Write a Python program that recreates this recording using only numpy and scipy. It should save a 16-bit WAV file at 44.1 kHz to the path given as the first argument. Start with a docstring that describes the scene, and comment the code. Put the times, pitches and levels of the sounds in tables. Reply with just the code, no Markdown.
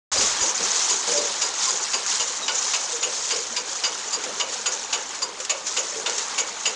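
"""Outdoors at a stone well, a bucket waterwheel turns. Its buckets empty in ragged streams that hiss,
patter and slap into a trough, while spilled water falls back and gurgles in the shaft. A steel catch
(the pawl) drops onto the next ratchet tooth three to four times a second, rings, and echoes off the
stone. Behind these come hollow knocks, gulps and squeaks, soft thumps of the frame and a faint breeze."""
import sys
import numpy as np
from scipy import signal
from scipy.fft import rfft, irfft, next_fast_len
from scipy.io import wavfile

SR = 44100
rng = np.random.default_rng(int(sys.argv[2]) if len(sys.argv) > 2 else 0)


def persist_wave(psi):
    """Save psi, clipped to +-1, as 16-bit WAV."""
    counts = np.round(np.clip(psi, -1, 1) * 32767).astype(np.int16)
    wavfile.write(sys.argv[1], SR, np.atleast_2d(counts).T)


N = 297675
TIME = np.arange(N) / SR


# the steady run of water between bucket loads: t/s, spray level/dB, trough level/dB
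STEADY_FLOW = [(.32, -25.5, -31), (.85, -26, -32.5), (3.3, -30.5, -37.5), (3.59, -33, -38.5),
               (3.95, -30.5, -36), (4.29, -34.5, -35), (4.63, -33, -37.5), (5.06, -33.5, -36),
               (5.35, -39, -40), (5.84, -31.5, -38.5), (6.31, -31.5, -33.5), (6.45, -35, -35.5),
               (6.74, -31.5, -37.5)]
# how strong the spray is from low to high pitch: f/Hz, level/dB
SPRAY_TONE = [(300, -39), (1600, -15.5), (2600, -15), (3500, -11.5), (5000, -6.5), (6200, -1.5), (7000, -1),
              (7600, -8.5), (8500, -16.5), (9800, -29)]
def spray(flow_db):
    """Streams break into a hiss of drops, mist and tiny bubbles; splash and fizz flutter separately."""
    hiss = drops(per_s=8000, spread_db=5) + .62 * rng.standard_normal(N)
    hiss += .7 * bubbles(per_s=2000, low_hz=3000, high_hz=9500, cycles=100, rise=.02, spread_db=0)
    fizz = signal.sosfiltfilt(signal.butter(2, [5500, 7600], "band", fs=SR, output="sos"), hiss)
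    splash = hiss - fizz
    ragged = splash * from_db(1.5 * drift(18)) + fizz * from_db(2.5 * drift(24))
    return np.hypot(from_db(flow_db) * lull(), gush()) * coloured(ragged, SPRAY_TONE)


# a bucket tips about twice a second: t/s, level/dB, time at full flow/s
BUCKET_TIPS = [(.07, -24, 0.085), (.59, -24.5, .3), (1.04, -25, 0.13), (1.561, -23.5, 0.098),
               (2.06, -24, 0.091), (2.52, -26.5, 0.24), (3.08, -31, 0.32), (3.67, -30, 0.041),
               (4.48, -29.5, 0.041), (4.7, -29, 0.032), (5.1, -34, 0.031), (5.64, -33, 0.18),
               (6.1, -33, 0.12)]
def gush(delay_s=0, rise_s=.041, fall_s=.095):
    """Strength of the water leaving the buckets: each load swells, runs, then dribbles away."""
    power = np.zeros(N)
    for s, db, hold_s in BUCKET_TIPS:
        t = TIME - s - delay_s
        swell = np.clip(t / rise_s, 0, 1)
        dribble = np.exp(-np.maximum(t - hold_s, 0) / fall_s)
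        power += (from_db(db) * swell * dribble) ** 2
    return np.sqrt(power)


def lull(lead_s=.033, width_s=.032, dip_db=-2.5):
    """A dip in strength: the streams thin out just before the next bucket tips."""
    dips = sum(np.exp(-((TIME - s + lead_s) / width_s) ** 2) for s, *_ in BUCKET_TIPS)
    return from_db(dip_db * dips)


# the tone of the patter in the trough: f/Hz, level/dB
TROUGH_TONE = [(70, -43), (170, -14), (450, -11), (700, -3.5), (880, 2), (1300, -0.5), (2300, -5),
               (4000, -5.5), (6500, -13), (9500, -24.5)]
def trough(flow_db, bubbles_db=-8.5, gush_db=-12):
    """Falling drops patter on the water in the trough and trap middle-sized bubbles."""
    patter = drops(per_s=5000, spread_db=.5)
    plinks = bubbles(per_s=500, low_hz=712.7, high_hz=4500, cycles=62, rise=.071, spread_db=1.5)
    strength = np.hypot(from_db(flow_db) * np.sqrt(lull()), from_db(gush_db) * gush())
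    return strength * coloured(patter + from_db(bubbles_db) * plinks, TROUGH_TONE)


# slaps of water on the trough: t/s, level/dB, fade time/s
WATER_SLAPS = [(.207, -19, 0.096), (2.063, -17, .0028), (2.706, -20, 0.0037), (2.832, -32, 0.015),
               (2.961, -26.5, 0.017), (3.099, -34, 0.016), (3.253, -23, 0.0044), (3.36, -22, 0.014),
               (4.238, -23.5, 0.013), (4.721, -21.5, 0.0061), (5.401, -25, 0.016), (5.449, -22.5, 0.0081),
               (5.668, -22, 0.016), (6.095, -21.5, .02), (6.179, -22, 0.023)]
# the bright tone of a slap: f/Hz, level/dB
SLAP_TONE = [(200, -27), (1200, -5), (4000, -0.5), (7000, 8), (9500, -18)]
def slaps(rise_s=.00044):
    """Now and then a lump of water lands all at once and scatters."""
    lumps, t = np.zeros(N), TIME[:SR // 3]
    for s, db, fall_s in WATER_SLAPS:
        add(lumps, s, from_db(db) * (1 - np.exp(-t / rise_s)) * np.exp(-t / fall_s))
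    return lumps * coloured(drops(per_s=8000, spread_db=.5), SLAP_TONE)


# heavy spills plunging into the well: t/s, level/dB
HEAVY_SPILLS = [(.14, -31), (.38, -37), (.58, -36.5), (1.07, -31.5), (2.37, -43.5), (4.235, -37.5),
                (4.48, -40.5), (5.94, -38.5)]
# the hollow tone of the shaft: f/Hz, level/dB
SHAFT_TONE = [(70, -27), (170, -12), (290, -10.5), (420, -3.5), (520, -2.5), (720, -9), (1200, -19.5)]
def well(wash_db=6, steady_db=-45.5, gush_db=-36.5, spill_peak_s=.044):
    """Spilled water makes large bubbles and a wash of noise deep in the hollow shaft."""
    gurgle = bubbles(per_s=220, low_hz=185.4, high_hz=869, cycles=41, rise=.062, spread_db=2.5)
    gurgle += from_db(wash_db) * rng.standard_normal(N)
    spill = from_db(gush_db) * gush(delay_s=.014)   # water reaches the well after the trough
    strength = np.hypot(from_db(steady_db), spill)
    for s, db in HEAVY_SPILLS:
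        age = np.maximum(TIME - s, 0) / spill_peak_s
        strength = np.hypot(strength, from_db(db) * age * np.exp(1 - age))
    return strength * coloured(gurgle, SHAFT_TONE)


# each drop of the pawl:
# t/s, impact level/dB, clank f/Hz, ping level/dB, chink level/dB, knock f/Hz, knock level/dB
PAWL_DROPS = [(.174, -44, 2920, -25, -31, 520, -40), (.408, -38, 2480, -29.5, -29, 515, -36),
              (0.898, -38.5, 3580, -31, -27, 415, -37.5), (1.167, -44, 2878, -27.5, -41.5, 460, -32.5),
              (1.416, -34.5, 3300, -28.5, -28.5, 492, -39.5), (1.685, -53, 3000, -31, -32, 492, -39.5),
              (1.934, -33, 2600, -29.5, -29, 473, -40), (2.198, -35.5, 2950, -31, -29.5, 506, -39.5),
              (2.481, -30.5, 3100, -31.5, -42, 513, -41.5), (2.737, -32, 2600, -37, -36, 500, -45),
              (3.028, -33, 2750, -45, -25.5, 500, -35.5), (3.306, -33, 3300, -31, -32, 480, -34),
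              (3.564, -33, 2700, -27, -30.5, 467, -41), (3.838, -31.5, 2980, -25, -33, 508, -41),
              (4.127, -41.5, 3000, -29.5, -26, 474, -39.5), (4.399, -30.5, 2850, -33.5, -32, 570, -37.5),
              (4.66, -32.5, 2700, -30.5, -25.5, 483, -40), (4.929, -30.5, 3980, -35, -28, 480, -39.5),
              (5.22, -41, 3500, -24.5, -28, 477, -40), (5.497, -30.5, 2700, -37, -23.5, 539, -37.5),
              (5.767, -31, 2700, -40, -25, 500, -36), (6.061, -31, 3560, -50, -34, 480, -36),
              (6.381, -31.5, 2280, -33, -26.5, 478, -37), (6.656, -29.5, 2690, -34, -28, 475, -38.5)]
# the notes the steel rings at, in three groups: f/Hz, relative level/dB, time to fade by 60 dB/s
LOW_CLANK = [(2261, -8, .07), (2600, -6, .02), (2850, -3.5, .038), (2990, -3, .04), (3640, -5.5, .03),
             (4300, -8.5, .02)]
MIDDLE_PING = [(995, -16, .06), (4715, -5, .07), (4921, -2.5, .1), (6100, -9, .012)]
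HIGH_CHINK = [(6773, 0, .065), (7150, -8.5, .03), (7485, -12, .06), (9350, -26, .08)]
def pawl(late_s=.0024, bounces_per_s=1100, chatter_s=.024, settle_s=.063,
         clank_db=-3, boost_db=6, boost_octaves=.11):
    """The pawl lands and chatters on a tooth, each time with a different mix of clank, ping and chink."""
    out, t = np.zeros(N), TIME[:SR // 4]
    settling = np.exp(-(t / settle_s) ** 4)   # coming to rest on the tooth stops the ring
    for s, impact_db, clank_hz, ping_db, chink_db, *_ in PAWL_DROPS:
        touches = rng.random(len(t)) < bounces_per_s / SR
        touches[0] = True
        groups = [(LOW_CLANK, impact_db + clank_db), (MIDDLE_PING, ping_db), (HIGH_CHINK, chink_db)]
        for order, (notes, group_db) in enumerate(groups):
            # the bounces grow lighter and sharper, so the high notes are struck last
            bounces = touches * np.exp(-((t - late_s * order) / chatter_s) ** 2)
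            for hz, db, t60 in notes:
                force = bounces * rng.standard_normal(len(t))
                shove = signal.lfilter([1, 0, -1], [1], force)   # small steel parts give off no bass
                note = settling * ring(shove, hz + 7 * rng.normal(), t60)
                note /= np.std(note[:SR // 28]) + 1e-12
                # the spot that is hit favours notes near this landing's clank pitch
                spot_db = boost_db * np.exp(-(np.log2(hz / clank_hz) / boost_octaves) ** 2)
                add(out, s, note * from_db(group_db + db + spot_db + 1.6 * rng.normal()))
    return out


# the harsh tone of steel hitting steel: f/Hz, level/dB
CRACK_TONE = [(100, -39.5), (500, -7.5), (1000, 4.5), (1800, 0), (2800, 5), (3500, 2), (5300, 5.5),
              (7200, 5), (10000, -31)]
def crack(boost_db=12, rise_s=.0023, fall_s=.016, ring_share=.2, low_cut_hz=210):
    """The pawl's hit itself is a harsh rattle that dies away quickly."""
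    blows, t = np.zeros(N), TIME[:SR // 5]
    for s, impact_db, _, ping_db, chink_db, *_ in PAWL_DROPS:
        ring_excess_db = max(max(ping_db, chink_db) - impact_db, 0)
        strength = from_db(impact_db + ring_share * ring_excess_db + boost_db)
        add(blows, s - rise_s, strength * (1 - np.exp(-t / rise_s)) * np.exp(-t / fall_s))
    rattle = blows * coloured(drops(per_s=9000, spread_db=1.5), CRACK_TONE)
    return signal.sosfilt(signal.butter(2, low_cut_hz, "high", fs=SR, output="sos"), rattle)


def knocks(peak_s=.033, t60=.014):
    """Each jolt of the wheel swells and fades as a hollow knock in the shaft, at its own pitch."""
    out, age = np.zeros(N), TIME[:SR // 3] / peak_s
    swell = age * np.exp(1 - age)
    for s, *_, hz, db in PAWL_DROPS:
        jolt = np.gradient(swell * rng.standard_normal(len(age)))
        hollow = ring(ring(jolt, hz, t60), hz, t60)
        add(out, s, from_db(db) * hollow * np.linalg.norm(swell) / np.linalg.norm(hollow))
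    return out


# gulps, hoots and squeaks: t/s, f/Hz, level/dB, time to fade by 60 dB/s
WHEEL_NOTES = [(.6, 467, -23, 0.14), (1.075, 486, -24, .15), (1.138, 578, -19, 0.47),
               (1.669, 1040, -14, .1), (2.424, 3840, -14.5, 0.097), (2.489, 1465, -18.5, 0.12),
               (2.925, 474, -23.5, 0.23), (3.35, 450, -22, 0.13), (3.505, 225, -32.5, 0.14),
               (4.255, 505, -23, 0.14), (5.96, 442, -20.5, 0.14)]
def gulps_and_squeaks(rise_s=.015, wobble=.014):
    """The buckets and the axle give short, slightly unsteady notes that swell and die away."""
    out, t = np.zeros(N), TIME[:SR // 2]
    swell = 1 - np.exp(-t / rise_s)
    for s, hz, db, t60 in WHEEL_NOTES:
        pitch_hz = hz * (1 + wobble * drift(40)[:len(t)])
        phase = 2 * np.pi * np.cumsum(pitch_hz) / SR
        add(out, s, from_db(db) * swell * fade(t, t60) * np.sin(phase))
    return out


# soft thumps of the wheel's frame: t/s, level/dB
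FRAME_THUMPS = [(.416, -28), (2.198, -38), (2.706, -43), (4.657, -46), (5.226, -46)]
def thumps(frame_hz=58, t60=.032):
    """A heavy jolt sets the frame shuddering for a few deep swings."""
    jolts = np.zeros(N)
    for s, db in FRAME_THUMPS:
        add(jolts, s, from_db([db]))
    return ring(jolts, frame_hz, t60)


def stone_echo(x, t60=.34, gap_s=.0076, dull_hz=1500):
    """Sound bounces around the stonework of the well and comes back as a dull blur."""
    t = TIME[:SR // 2]
    tail = rng.standard_normal(len(t)) * fade(t, t60) * (t > gap_s)
    echo = signal.fftconvolve(x, tail / np.linalg.norm(tail))[:N]
    return signal.sosfilt(signal.butter(2, dull_hz, fs=SR, output="sos"), echo)


# low puffs of air: t/s, level/dB, width/s
AIR_PUFFS = [(.2, -45, 0.091), (0.63, -53, 0.031)]
def wind(breeze_db=-64.5):
    """A faint breeze and brief puffs rumble on the microphone."""
    puffs = sum(from_db(db) * np.exp(-.5 * ((TIME - s) / width) ** 2) for s, db, width in AIR_PUFFS)
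    rumble_tone = [(15, -1), (60, -7.5), (90, -7), (200, -14.5), (1000, -70)]   # f/Hz, level/dB
    return (from_db(breeze_db) + puffs) * coloured(rng.standard_normal(N), rumble_tone)


def drops(per_s, spread_db):
    """Tiny hits at random times, many small and a few large."""
    sizes = from_db(spread_db * np.minimum(rng.exponential(1, N), 5))
    return unit_power(sizes * rng.choice([-1, 1], N) * (rng.random(N) < per_s / SR))


def bubbles(per_s, low_hz, high_hz, cycles, rise, spread_db):
    """Each trapped bubble rings briefly and rises in pitch as it nears the surface."""
    out = np.zeros(N)
    for when, smallness, weakness, life in rng.random((int(per_s * N / SR), 4)):
        hz = low_hz * (high_hz / low_hz) ** smallness
        t60 = cycles * (.5 + life) / hz
        t = TIME[:int(t60 * SR)]
        # high bubbles are shorter and more thinly spread, so they get more strength
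        strength = hz * from_db(-spread_db * np.log(max(weakness, .03)))
        phase = 2 * np.pi * hz * t * (1 + rise * t / t60)
        add(out, when * N / SR, strength * fade(t, t60) * np.sin(phase))
    return unit_power(out)


def ring(clicks, hz, t60):
    """Each click sets a pure note ringing; it fades by 60 dB in t60 seconds."""
    decay, step = fade(1 / SR, t60), 2 * np.pi * hz / SR
    return signal.lfilter([0, np.sin(step)], [1, -2 * decay * np.cos(step), decay ** 2], clicks + 1e-18)


def coloured(x, tone):
    """Shape a sound with a tone table (f/Hz, level/dB), then set its power to 1."""
    size = 2 * next_fast_len(N // 2 + 4096)
    freqs, levels = np.transpose(tone)
    curve_db = np.interp(np.log(np.fft.rfftfreq(size, 1 / SR) + 1), np.log(freqs), levels)
    # a minimum-phase filter: it rings only after a hit, never before
    cepstrum = irfft(np.log(from_db(curve_db)))
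    cepstrum[1:size // 2] *= 2
    cepstrum[size // 2 + 1:] = 0
    return unit_power(irfft(rfft(x, size) * np.exp(rfft(cepstrum)))[:N])


def drift(rate_hz, hop=40):
    """A smooth random wobble, about 1 in size."""
    memory = np.exp(-2 * np.pi * rate_hz * hop / SR)
    noise = rng.standard_normal(N // hop + 2002)
    slow = signal.lfilter([1], [1, -2 * memory, memory ** 2], noise)[2000:]
    return np.interp(np.arange(N) / hop, np.arange(len(slow)), unit_power(slow))


def fade(t, t60):
    """Die away by 60 dB every t60 seconds."""
    return np.exp(-np.log(1000) * t / t60)


def from_db(db):
    """Turn decibels into a multiplier."""
    return 10 ** (np.asarray(db) / 20)


def unit_power(x):
    """Scale a sound to an average power of 1."""
    return x / np.sqrt(np.mean(x ** 2) + 1e-20)


def add(out, s, sound):
    """Mix a sound in at s seconds."""
    at = max(0, round(s * SR))
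    out[at:at + len(sound)] += sound[:max(0, N - at)]


def scene(echo_db=2.5):
    """Water, ratchet, wheel and breeze add up, the same in both channels."""
    ratchet = pawl() + crack()
    times, *levels = np.transpose(STEADY_FLOW)
    spray_db, trough_db = [np.interp(TIME, times, level) for level in levels]
    water = spray(spray_db) + slaps() + trough(trough_db) + well()
    echo = from_db(echo_db) * stone_echo(ratchet)
    mono = water + ratchet + echo + knocks() + gulps_and_squeaks() + thumps() + wind()
    return np.array([mono, mono])


def record(dry, start_s=.116, ceiling=.4, bass_cut_hz=35, treble_cut_hz=10150):
    """After a moment of silence the sound starts; tall peaks are rounded, deep bass and top are cut."""
    opened = np.clip((TIME - start_s) / .002, 0, 1)
    rounded = dry * opened / (1 + (dry / ceiling) ** 4) ** (1 / 4)
    sound = signal.sosfilt(signal.butter(1, bass_cut_hz, "high", fs=SR, output="sos"), rounded)
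    return signal.sosfilt(signal.ellip(12, .2, 75, treble_cut_hz, fs=SR, output="sos"), sound)


dry = scene()
out = record(dry)
persist_wave(out)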